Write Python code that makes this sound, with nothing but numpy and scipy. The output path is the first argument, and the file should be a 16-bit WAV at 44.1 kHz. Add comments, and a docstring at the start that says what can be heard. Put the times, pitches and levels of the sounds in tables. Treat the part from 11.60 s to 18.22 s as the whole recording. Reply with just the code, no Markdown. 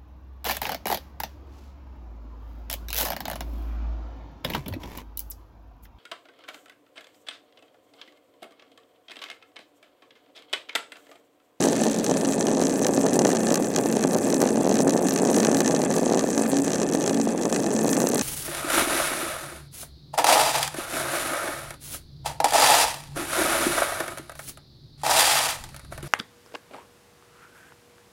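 """Dull bumps and bright, bouncing ticks over a faint hiss: a granite curling stone slides on pebbled ice.
The microphone rides on the stone itself, in a small camera strapped on top.
Each ice pebble under the running band kicks the stone, which springs back and rocks for a moment.
The shaking makes the camera case chatter on its seat: each tick rebounds three times and rings the case.
Fine ice grain under the band adds a noise scrape."""
import sys
import numpy as np
from scipy import signal
from scipy.io import wavfile
from scipy.ndimage import uniform_filter1d

SR = 44100
rng = np.random.default_rng(int(sys.argv[2]) if len(sys.argv) > 2 else 0)


def wav_out(sig):
    """Save sig, one row per channel (or a flat mono array), as 16-bit PCM at SR to the path in sys.argv[1]."""
    wavfile.write(sys.argv[1], SR, np.round(np.clip(np.atleast_2d(sig).T, -1, 1) * 32767).astype(np.int16))


def magnitude_from_level(level_db):
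    """Linear magnitude for a level in decibels (20 dB per decade)."""
    exponent = np.asarray(level_db, float) / 20
    return 10 ** exponent


N = 291942


def level(x, db):
    """Scale to an rms level."""
    return x * magnitude_from_level(db) / np.sqrt(np.mean(x ** 2))


def ring(x, modes):
    """Sum of resonances, each with its gain at the centre; neighbours in opposite phase."""
    out = 0
    for k, (hz, width_hz, gain_db) in enumerate(modes):
        b, a = signal.iirpeak(hz, hz / width_hz, fs=SR)
        out = out + (-1) ** k * magnitude_from_level(gain_db) * signal.lfilter(b, a, x)
    return out


def wander(per_s):
    """Random levels, per_s new ones a second, joined by straight ramps; spread a little under 1."""
    hold = int(SR / per_s)
    steps = np.repeat(rng.standard_normal(N // hold + 1), hold)
    return 0.99 * uniform_filter1d(steps, hold)[:N]


def spikes(s, size):
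    """One impulse per event."""
    out = np.zeros(N)
    np.add.at(out, np.clip(np.round(s * SR).astype(int), 0, N - 1), size)
    return out


def scatter(per_s, evenness, spread_db, most_db, hard_s, clear_s):
    """Chance events of exponentially spread level, none above a ceiling or within clear_s of a hard one."""
    gap, size = rng.random((4000, 2)).T
    share = np.clip(evenness, 0, 1)
    s = np.cumsum(share - (1 - share) * np.log(1 - gap)) / per_s
    # a negative spread runs downwards from 0 dB
    db = np.minimum(-spread_db * np.log(1 - size), most_db)
    nearest_s = np.abs(s[:, None] - hard_s).min(axis=1)
    free = (s < N / SR) & (nearest_s > clear_s)
    return s[free], magnitude_from_level(db[free])


UNDER_DB = 3.5  # chance events stay this far under the median listed one


def between(table, base_db, per_s, evenness, spread_db, most_db, clear_s):
    """The listed events, and chance ones among them that follow the running level and stay under a cap."""
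    hard_s, db = np.transpose(table)
    s, size = scatter(per_s, evenness, spread_db, most_db, hard_s, clear_s)
    running = magnitude_from_level(base_db[(s * SR).astype(int)])
    size = np.minimum(size * running, magnitude_from_level(np.median(db) - UNDER_DB))
    return np.append(hard_s, s), np.append(magnitude_from_level(db), size)


def push(impulses, width_s):
    """Bell-shaped contact force centred on each impulse."""
    t = np.arange(-200, 201) / SR
    return signal.fftconvolve(impulses, np.exp(-.5 * (t / width_s) ** 2), mode="same")


# stone and camera mount rocking after a bump: pitch_hz [Hz], width_hz [Hz], gain_db [dB]
ROCKING = [(197.6, 23, -5), (220.2, 6.6, 4.5), (277.3, 9.7, 2.5), (415, 20, -25), (620, 140, -58)]


def stone(force):
    """The stone springs back after each kick and rocks on, nearly a quarter cycle behind the push."""
    spring = signal.lfilter(*signal.iirpeak(220, .45, fs=SR), force)
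    sway = signal.lfilter(*signal.butter(1, 70, fs=SR), force)
    return spring + magnitude_from_level(8.5) * ring(sway, ROCKING)


# firm pebbles between the hardest ones: how often, how far over the rumble, ceiling above that
FIRM_PER_S, FIRM_DB, FIRM_MOST_DB = 16, 5, 6
# the hardest pebbles passing under the band: start_s [s], level_db [dB, kick before the stone responds]
HARD_PEBBLES = [(0.0218, -17), (0.05, -8), (0.059, -11), (0.071, -6), (0.0859, -11), (0.1233, -14),
                (0.1291, -14), (0.2187, -11), (0.2594, -11), (0.2661, -10), (0.2771, -10.5), (0.4944, -8),
                (0.5031, -13), (0.511, -9), (0.5179, -6.5), (0.563, -12), (0.6337, -11.5), (0.7807, -13),
                (0.8038, -12), (0.8609, -13), (0.8834, -13), (0.8883, -10), (0.9144, -11.5), (0.9339, -15),
                (0.9722, -14), (0.9785, -12), (0.99, -13), (1.0008, -9), (1.0227, -6.5), (1.0884, -13),
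                (1.2184, -10), (1.2465, -23), (1.2565, -8.5), (1.2825, -18), (1.2928, -6), (1.3796, -5.5),
                (1.4412, -9.5), (1.4461, -13), (1.4533, -7), (1.464, -10), (1.5565, -10.5), (1.5689, -8),
                (1.5909, -6), (1.5984, -12), (1.6126, -8), (1.6178, -9), (1.6488, -7), (1.6583, -1.5),
                (1.6733, -12), (1.6906, -7), (1.7249, -18), (1.7347, -9), (1.7506, -11.5), (1.8931, -10),
                (1.9149, -4), (1.9217, -17), (1.9325, -10), (2.0004, -10), (2.1827, -7.5), (2.191, -14),
                (2.1984, -11), (2.2588, -9), (2.3707, -7), (2.4504, -5.5), (2.5234, -15), (2.5405, -14),
                (2.555, -6.5), (2.5629, -7), (2.6734, -12.5), (2.6853, -15), (2.736, -7), (2.8156, -10),
                (2.8296, -3), (2.8403, -8), (2.8612, -8), (2.9583, -12), (2.9773, -8), (3.0111, -12),
                (3.0413, -14), (3.0528, -8), (3.0663, -7), (3.0776, -7), (3.0933, -13), (3.1032, -7),
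                (3.1189, -7), (3.1978, -11), (3.2044, -6), (3.2712, -4), (3.2898, -6.5), (3.3338, -11),
                (3.3496, -8), (3.3621, -5), (3.3918, -11), (3.4163, -10.5), (3.4361, -12), (3.4571, -11.5),
                (3.5972, -12), (3.6196, -12), (3.6342, -5.5), (3.6597, -10), (3.6722, -13), (3.6891, -11),
                (3.6945, -10), (3.7007, -11), (3.7137, -8), (3.7739, -9), (3.7801, -9), (3.8002, -9),
                (3.83, -14), (3.8599, -10), (3.8878, -2.5), (3.9149, -9), (3.931, -10), (3.9561, -12),
                (4.0047, -11), (4.0153, -11.5), (4.0592, -12.5), (4.0984, -9), (4.1046, -13),
                (4.1426, -5.5), (4.1954, -12), (4.2021, -10), (4.2372, -9.5), (4.3054, -11), (4.3635, -13),
                (4.3771, -10), (4.3935, -10), (4.433, -10), (4.4673, -7.5), (4.4945, -10), (4.5112, -9),
                (4.5212, -5), (4.5404, -7), (4.5557, -14), (4.5615, -9), (4.5743, -9), (4.5896, -14),
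                (4.6429, -7), (4.689, -12.5), (4.7774, -12), (4.7945, -10), (4.8131, -9), (4.8215, -17),
                (4.8934, -15), (4.934, -7), (5.004, -17), (5.0748, -14), (5.0812, -17), (5.1999, -17),
                (5.2164, -13.5), (5.2612, -18), (5.3496, -7), (5.4773, -13.5), (5.5111, -11), (5.599, -11),
                (5.6735, -9), (5.7496, -13), (5.8131, -18), (5.8535, -12), (5.8635, -13), (5.8705, -13),
                (5.9133, -17), (5.9268, -10), (5.9664, -18), (5.9944, -14), (6.1937, -15.5), (6.2459, -9),
                (6.2569, -9.5), (6.2835, -11), (6.3785, -9), (6.3884, -15), (6.42, -12), (6.4417, -5.5),
                (6.4534, -17), (6.4711, -11), (6.5373, -10.5), (6.557, -13)]


def bumps(rumble_db):
    """Hard pebbles are sharp kicks; the small ones lift or drop the stone and merge into a rumble."""
    hard_s, kick = between(HARD_PEBBLES, rumble_db + FIRM_DB, FIRM_PER_S,
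                           evenness=.2, spread_db=-0.5, most_db=FIRM_MOST_DB, clear_s=.004)
    # the band sinks into the hollow before a pebble, then is kicked up; the spring peaks a moment later
    sink = magnitude_from_level(-11) * spikes(hard_s - .00085, kick)
    force = spikes(hard_s - .0002, kick) - sink
    hard = magnitude_from_level(7.0) * stone(push(force, 0.00025))
    s, size = scatter(per_s=330, evenness=.4, spread_db=2.5, most_db=7.0, hard_s=hard_s, clear_s=.0015)
    way = np.where(rng.random(len(s)) < .3, -1, 1)  # three in ten drop the stone
    small = level(stone(push(spikes(s, way * size), 0.00032)), -0.062)
    # two rocking notes also drone by themselves, fed by the ice grain, at a wavering level
    notes = ROCKING[1:3]
    drone = ring(ring(rng.standard_normal(N), notes), notes)
    drone = level(drone * magnitude_from_level(2.4 * wander(8.9)), -5.0)
    return hard + magnitude_from_level(rumble_db) * (small + drone)


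def scrape():
    """Fine ice grain under the band: a faint fluttering hiss, a mid wash and a trace of deep rumble."""
    hiss, wash, deep = rng.standard_normal((3, N))
    deep = signal.lfilter(*signal.butter(1, 90, fs=SR), deep)
    hiss = ring(ring(hiss, LIGHT_COLOUR[2:4]), LIGHT_COLOUR[2:4])
    hiss = level(magnitude_from_level(13 * wander(70)) * hiss, -56)
    broad_walls = [(hz, 1.8 * width_hz, gain_db) for hz, width_hz, gain_db in CASE_WALLS]
    wash = magnitude_from_level(5 * wander(90)) * ring(wash, broad_walls)
    # a denser scrape at first, thinning out
    early = level(ring(rng.standard_normal(N), HARD_COLOUR[:2]), -40.5)
    early = np.exp(-np.arange(N) / SR / 0.55) * early
    return hiss + early + level(wash, -46.0) + level(deep, -56)


TILT_ABOUT_HZ, WALL_SCATTER_DB = 6300, 2.5
# thin walls of the case ringing after a tick: pitch_hz [Hz], width_hz [Hz], gain_db [dB]
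CASE_WALLS = [(826, 25, 11), (1151, 77, 8), (1612, 294, 5), (1782, 52, 11.5), (1983, 91, 0),
              (2555, 114, 4.5), (2816, 150, 1), (3003, 500, -3), (3365, 224, 1.5)]
# rebounds of the case on its seat: delay_s [s], level_db [dB re first contact], scatter_db [dB],
# brighter_db [dB per octave]
CASE_REBOUNDS = [(.0014, -15, 3, 10.5), (.0024, -7.5, 1.5, -0.5), (.0077, -26, 9.5, 14)]


def rattle(s, size, colour, colour_db, crack, crack_s, walls_db):
    """Each tick rebounds; every contact is a click with a tiny noisy crack that rings the parts of the case."""
    delay_s, drop_db, scatter_db, brighter_db = np.transpose(CASE_REBOUNDS)
    late, loud = rng.standard_normal((2, len(s), len(CASE_REBOUNDS)))
    ticks_n = (len(s), 1)
    tilt = np.append(0, brighter_db) + 1.5 * rng.standard_normal(ticks_n)
    # one row per tick: first contact, then its rebounds
    s = np.column_stack([s, s[:, None] + delay_s * (1 + .06 * late)])
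    size = np.column_stack([size, size[:, None] * magnitude_from_level(drop_db + scatter_db * loud)])
    out = 0
    for k, (hz, width_hz, gain_db) in enumerate(CASE_WALLS):
        # each wall is struck harder or softer from tick to tick
        strike_db = walls_db + WALL_SCATTER_DB * rng.standard_normal(ticks_n)
        struck = size * magnitude_from_level(strike_db + tilt * np.log2(hz / TILT_ABOUT_HZ) / 2)
        out = out + (-1) ** k * ring(spikes(s, struck), [(hz, width_hz, gain_db)])
    for hz, width_hz, gain_db in colour:
        # how much each part rings depends on just where the case lands
        landing_db = colour_db * rng.standard_normal(ticks_n)
        hits = spikes(s, size * magnitude_from_level(landing_db + tilt * np.log2(hz / TILT_ABOUT_HZ)))
        tail = crack * signal.lfilter([1], [1, -np.exp(-1 / (crack_s * SR))], hits)
        click = hits + tail * rng.standard_normal(N)
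        # twice through the resonance: dark between the parts
        out = out + ring(ring(click, [(hz, width_hz, gain_db)]), [(hz, width_hz, 0)])
    return out


# the case hops on its seat at a fairly even beat: how often, how far over the chatter, ceiling above that
HOP_PER_S, HOP_DB, HOP_MOST_DB = 20, 23, 6
CRACK, CRACK_S = 0.06, 0.00093  # share and decay (s) of the gritty tail
# broad colour of a hard tick: pitch_hz [Hz], width_hz [Hz], gain_db [dB]
HARD_COLOUR = [(2460, 1500, -5), (4170, 1460, 1), (6277, 1620, 6), (7290, 2010, 0.5), (8840, 4000, -8.5),
               (10900, 2900, -26), (14700, 1900, -22)]
# the loudest knocks of the case on its seat: start_s [s], level_db [dB, before the case rings]
HARD_TICKS = [(0.0055, -16), (0.0244, -12), (0.039, -12), (0.0555, -17), (0.0858, -15), (0.0984, -19),
              (0.1303, -14), (0.1634, -16), (0.18, -21), (0.2188, -17), (0.2361, -12), (0.2523, -19),
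              (0.2665, -16.5), (0.2831, -17), (0.2982, -19), (0.3309, -20.5), (0.3441, -19), (0.3624, -21),
              (0.3872, -19), (0.4094, -25), (0.4436, -15), (0.4642, -12.5), (0.4815, -21), (0.4971, -17),
              (0.5123, -14), (0.5398, -18), (0.5707, -15.5), (0.611, -18), (0.6487, -15.5), (0.6575, -21),
              (0.6876, -17), (0.7227, -16.5), (0.7343, -17), (0.7828, -21.5), (0.8088, -12), (0.8262, -17),
              (0.8688, -13), (0.884, -16.5), (0.9148, -17.5), (0.9338, -21), (0.9487, -18), (0.9706, -19.5),
              (0.9809, -20), (0.9953, -19), (1.0148, -15.5), (1.0254, -18), (1.0372, -15), (1.0534, -15.5),
              (1.0688, -13.5), (1.0958, -18), (1.1094, -21), (1.1581, -19), (1.2151, -22), (1.235, -18),
              (1.2466, -12), (1.2668, -9.5), (1.2845, -20), (1.3362, -18), (1.374, -15.5), (1.4116, -15.5),
              (1.4318, -22), (1.4648, -13.5), (1.4854, -18), (1.5324, -15), (1.5918, -8), (1.6185, -15),
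              (1.6499, -9), (1.669, -13), (1.6915, -16), (1.7031, -14.5), (1.7162, -15), (1.7301, -16.5),
              (1.7499, -17.5), (1.7691, -13), (1.8056, -19.5), (1.869, -13), (1.886, -15), (1.9043, -13),
              (1.9222, -11.5), (1.9422, -11.5), (1.9564, -12), (1.9743, -17), (2.0449, -19), (2.1036, -26),
              (2.1392, -21), (2.1479, -19), (2.1618, -7.5), (2.186, -14), (2.2595, -19), (2.3001, -20),
              (2.3258, -15), (2.3524, -20), (2.368, -15.5), (2.3931, -21), (2.4091, -19), (2.4265, -16),
              (2.4386, -12), (2.5329, -17.5), (2.5468, -15), (2.5852, -17.5), (2.6545, -23), (2.6686, -18),
              (2.6876, -24), (2.7018, -14.5), (2.7256, -15.5), (2.7433, -12), (2.8035, -18), (2.8171, -11),
              (2.8377, -20), (2.8542, -19), (2.8738, -16.5), (2.8888, -17), (2.9581, -18), (3.0563, -23),
              (3.0729, -19.5), (3.0935, -15), (3.1121, -18), (3.1244, -17), (3.142, -16), (3.1554, -15),
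              (3.1691, -17), (3.1893, -15), (3.2048, -13), (3.28, -20), (3.2945, -13.5), (3.3067, -16),
              (3.3235, -26), (3.3359, -17), (3.3761, -17), (3.3931, -26), (3.4272, -23), (3.4693, -16),
              (3.4853, -12.5), (3.5083, -13.5), (3.5224, -17), (3.5393, -20), (3.5602, -13),
              (3.5769, -15.5), (3.5873, -15.5), (3.651, -14.5), (3.6725, -17), (3.6869, -20), (3.7004, -14),
              (3.7187, -26), (3.7305, -17), (3.7444, -12.5), (3.765, -12), (3.7842, -13.5), (3.8022, -11),
              (3.8303, -15), (3.8487, -8), (3.8693, -12), (3.9154, -14), (3.9279, -21), (3.9463, -12),
              (3.9695, -13.5), (3.9883, -20), (4.0049, -8), (4.0465, -17), (4.0599, -11.5), (4.0775, -8),
              (4.0901, -22), (4.1093, -15.5), (4.1214, -19), (4.1487, -14.5), (4.1632, -15), (4.218, -16),
              (4.2382, -18.5), (4.298, -25), (4.3118, -17), (4.3398, -16.5), (4.3647, -16), (4.3843, -20),
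              (4.3968, -21), (4.4597, -15), (4.4988, -19), (4.5142, -23), (4.5239, -17), (4.5344, -18),
              (4.5461, -16), (4.5738, -15), (4.5932, -11), (4.6095, -18), (4.6888, -23), (4.7034, -17),
              (4.7302, -19), (4.748, -19), (4.7784, -13.5), (4.7965, -19), (4.8354, -18), (4.9173, -17),
              (4.9306, -19), (4.9419, -20), (4.9689, -12.5), (4.9861, -17), (4.9998, -21), (5.0476, -18),
              (5.0664, -22), (5.0791, -16), (5.104, -20), (5.1181, -17), (5.133, -12.5), (5.1449, -18),
              (5.1574, -17), (5.1999, -17), (5.2171, -14.5), (5.2311, -15.5), (5.2657, -23.5),
              (5.2994, -23), (5.3239, -19), (5.3359, -16), (5.3504, -15), (5.4177, -19), (5.427, -20.5),
              (5.4401, -16.5), (5.4619, -13), (5.4773, -11.5), (5.495, -14), (5.5452, -18), (5.6001, -18),
              (5.614, -14), (5.6533, -23), (5.6774, -23), (5.7258, -26), (5.8133, -21), (5.8239, -20.5),
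              (5.8339, -18.5), (5.8541, -15), (5.8987, -22), (5.9263, -13), (5.9459, -15), (5.9611, -13.5),
              (6.0338, -22), (6.0421, -19.5), (6.0634, -16.5), (6.1056, -20), (6.164, -17.5), (6.1902, -16),
              (6.2463, -21), (6.264, -20), (6.2782, -17), (6.2918, -14.5), (6.3297, -10.5), (6.35, -22),
              (6.3677, -14), (6.4019, -12.5), (6.4181, -14), (6.4311, -18), (6.4705, -10.5), (6.5192, -19),
              (6.5332, -19), (6.5572, -16), (6.5795, -14.5), (6.593, -11), (6.6119, -10.5)]


def hard_ticks(chatter_db):
    """Hard landings of the case: darker ticks, each with a thud; also returns their times."""
    hard_s, knock = between(HARD_TICKS, chatter_db + HOP_DB, HOP_PER_S,
                            evenness=0.59, spread_db=0.0, most_db=HOP_MOST_DB, clear_s=.008)
    hard = magnitude_from_level(15.5) * rattle(hard_s, knock, HARD_COLOUR, colour_db=-1.0,
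                              crack=CRACK, crack_s=CRACK_S, walls_db=-3.5)
    thud = -magnitude_from_level(-4.0) * push(spikes(hard_s + 0.00094, knock), 0.00054)
    return hard, thud, hard_s


# broad colour of a light tick: pitch_hz [Hz], width_hz [Hz], gain_db [dB]
LIGHT_COLOUR = [(4400, 1760, -5.5), (6370, 1100, -4.5), (7630, 1950, -4), (9020, 1850, -10),
                (9800, 6800, -16.5), (14700, 1800, -37)]
# the clearest light contacts: start_s [s], level_db [dB over the faintest chatter tick]
CLEAR_PINGS = [(0.7944, 8), (1.0043, 9), (1.2211, 14.5), (1.5555, 12), (1.679, 4), (1.8347, 8), (2.6153, 0),
               (2.9047, 12.5), (3.032, 8), (3.2214, 11.5), (3.276, 17), (3.4552, 10), (3.6192, 13),
               (3.7615, 13), (4.1703, 8), (4.2494, 11), (4.3038, 13), (4.3825, 17), (4.4674, 5),
               (4.821, 15.5), (5.0438, 14), (5.0547, 10), (5.4002, 13), (5.5081, 10), (5.7216, 10),
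               (6.208, 4), (6.4884, 15), (6.5458, 19)]


def light_ticks(hard_s, chatter_db):
    """Light contacts of the case chatter thin and bright between the hard ticks."""
    s, size = scatter(per_s=165, evenness=.6, spread_db=8.5, most_db=8.5, hard_s=hard_s + .001, clear_s=.0038)
    ping_s, ping_db = np.transpose(CLEAR_PINGS)
    s, size = np.append(s, ping_s), np.append(size, magnitude_from_level(ping_db))
    light = rattle(s, size, LIGHT_COLOUR, colour_db=3.0, crack=0.16, crack_s=0.00062, walls_db=-10.5)
    # light contacts hardly stir the middle of the range
    middle = signal.butter(2, [2600, 5400], "band", fs=SR, output="sos")
    light = light - .75 * signal.sosfiltfilt(middle, light)
    return magnitude_from_level(chatter_db) * level(light, 0.21)


# gain of the very top of the ticks, before its flicker: start_s [s], level_db [dB]
TOP_GAIN = [(0, -5), (1.15, -7), (1.25, 3), (1.35, -5), (1.85, -3), (1.95, 5), (2.05, -3), (3.7, -4.5),
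            (4.05, -4), (4.5, -5), (6.1, -5.5), (6.6, 0)]


def flicker_top(x):
    """The ticks' treble above about 10.5 kHz flickers and now and then flares."""
    top = signal.sosfiltfilt(signal.butter(3, 10500, "high", fs=SR, output="sos"), x)
    gain_db = 5.9 * wander(55) + np.interp(np.arange(N) / SR, *np.transpose(TOP_GAIN))
    return x + (magnitude_from_level(gain_db) - 1) * top


def ticks(chatter_db):
    """The case knocks and chatters on its seat, the contacts ringing its walls and parts."""
    hard, thud, hard_s = hard_ticks(chatter_db)
    return flicker_top(hard + light_ticks(hard_s, chatter_db)) + thud


# the ice changes under the band in patches: how often, size of the random swing in rumble and in chatter
PATCH_PER_S, PATCH_RUMBLE_DB, PATCH_CHATTER_DB = 13, 0.5, 1.1
# the steady run over small pebbles: start_s [s], rumble_db [dB], chatter_db [dB], both before the patches
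STEADY_RUN = [(0.0, -19.5, -34.5), (0.37, -24, -39.5), (0.75, -21.5, -37), (1.05, -21.5, -36.5),
              (1.38, -21.5, -37), (1.77, -21.5, -36), (2.08, -22.5, -40), (2.53, -22, -38),
              (3.13, -21, -37.5), (3.61, -22, -37.5), (3.83, -21, -37), (4.74, -23.5, -38),
              (5.48, -23, -40), (5.62, -26, -39), (5.83, -24, -43), (6.09, -23, -36), (6.45, -21.5, -37.5),
              (6.62, -24.5, -41)]


def scene():
    """Bumps and ticks shake the capsule on top of the stone; the scrape is added to them."""
    s, rumble_db, chatter_db = np.transpose(STEADY_RUN)
    t = np.arange(N) / SR
    rumble_db = np.interp(t, s, rumble_db) + PATCH_RUMBLE_DB * wander(PATCH_PER_S)
    chatter_db = np.interp(t, s, chatter_db) + PATCH_CHATTER_DB * wander(PATCH_PER_S)
    shake = bumps(rumble_db) + ticks(chatter_db)
    # the shaken capsule rounds the tallest kicks
    shake = .64 * np.tanh(shake / .64)
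    # its steep bass cut, even in time, digs a small dip before and after every bump
    shake = signal.sosfiltfilt(signal.butter(2, 170, "high", fs=SR, output="sos"), shake)
    return (shake + scrape())[None]


def roll_off(x):
    """The treble ends steeply here."""
    return signal.sosfilt(signal.butter(12, 16660, fs=SR, output="sos"), x)


def record(dry):
    """The camera on the stone cuts the top steeply above 16.1 kHz."""
    mix = signal.sosfilt(signal.ellip(8, .2, 70, 16100, fs=SR, output="sos"), dry)
    return roll_off(mix)


dry = scene()
out = record(dry)
wav_out(out)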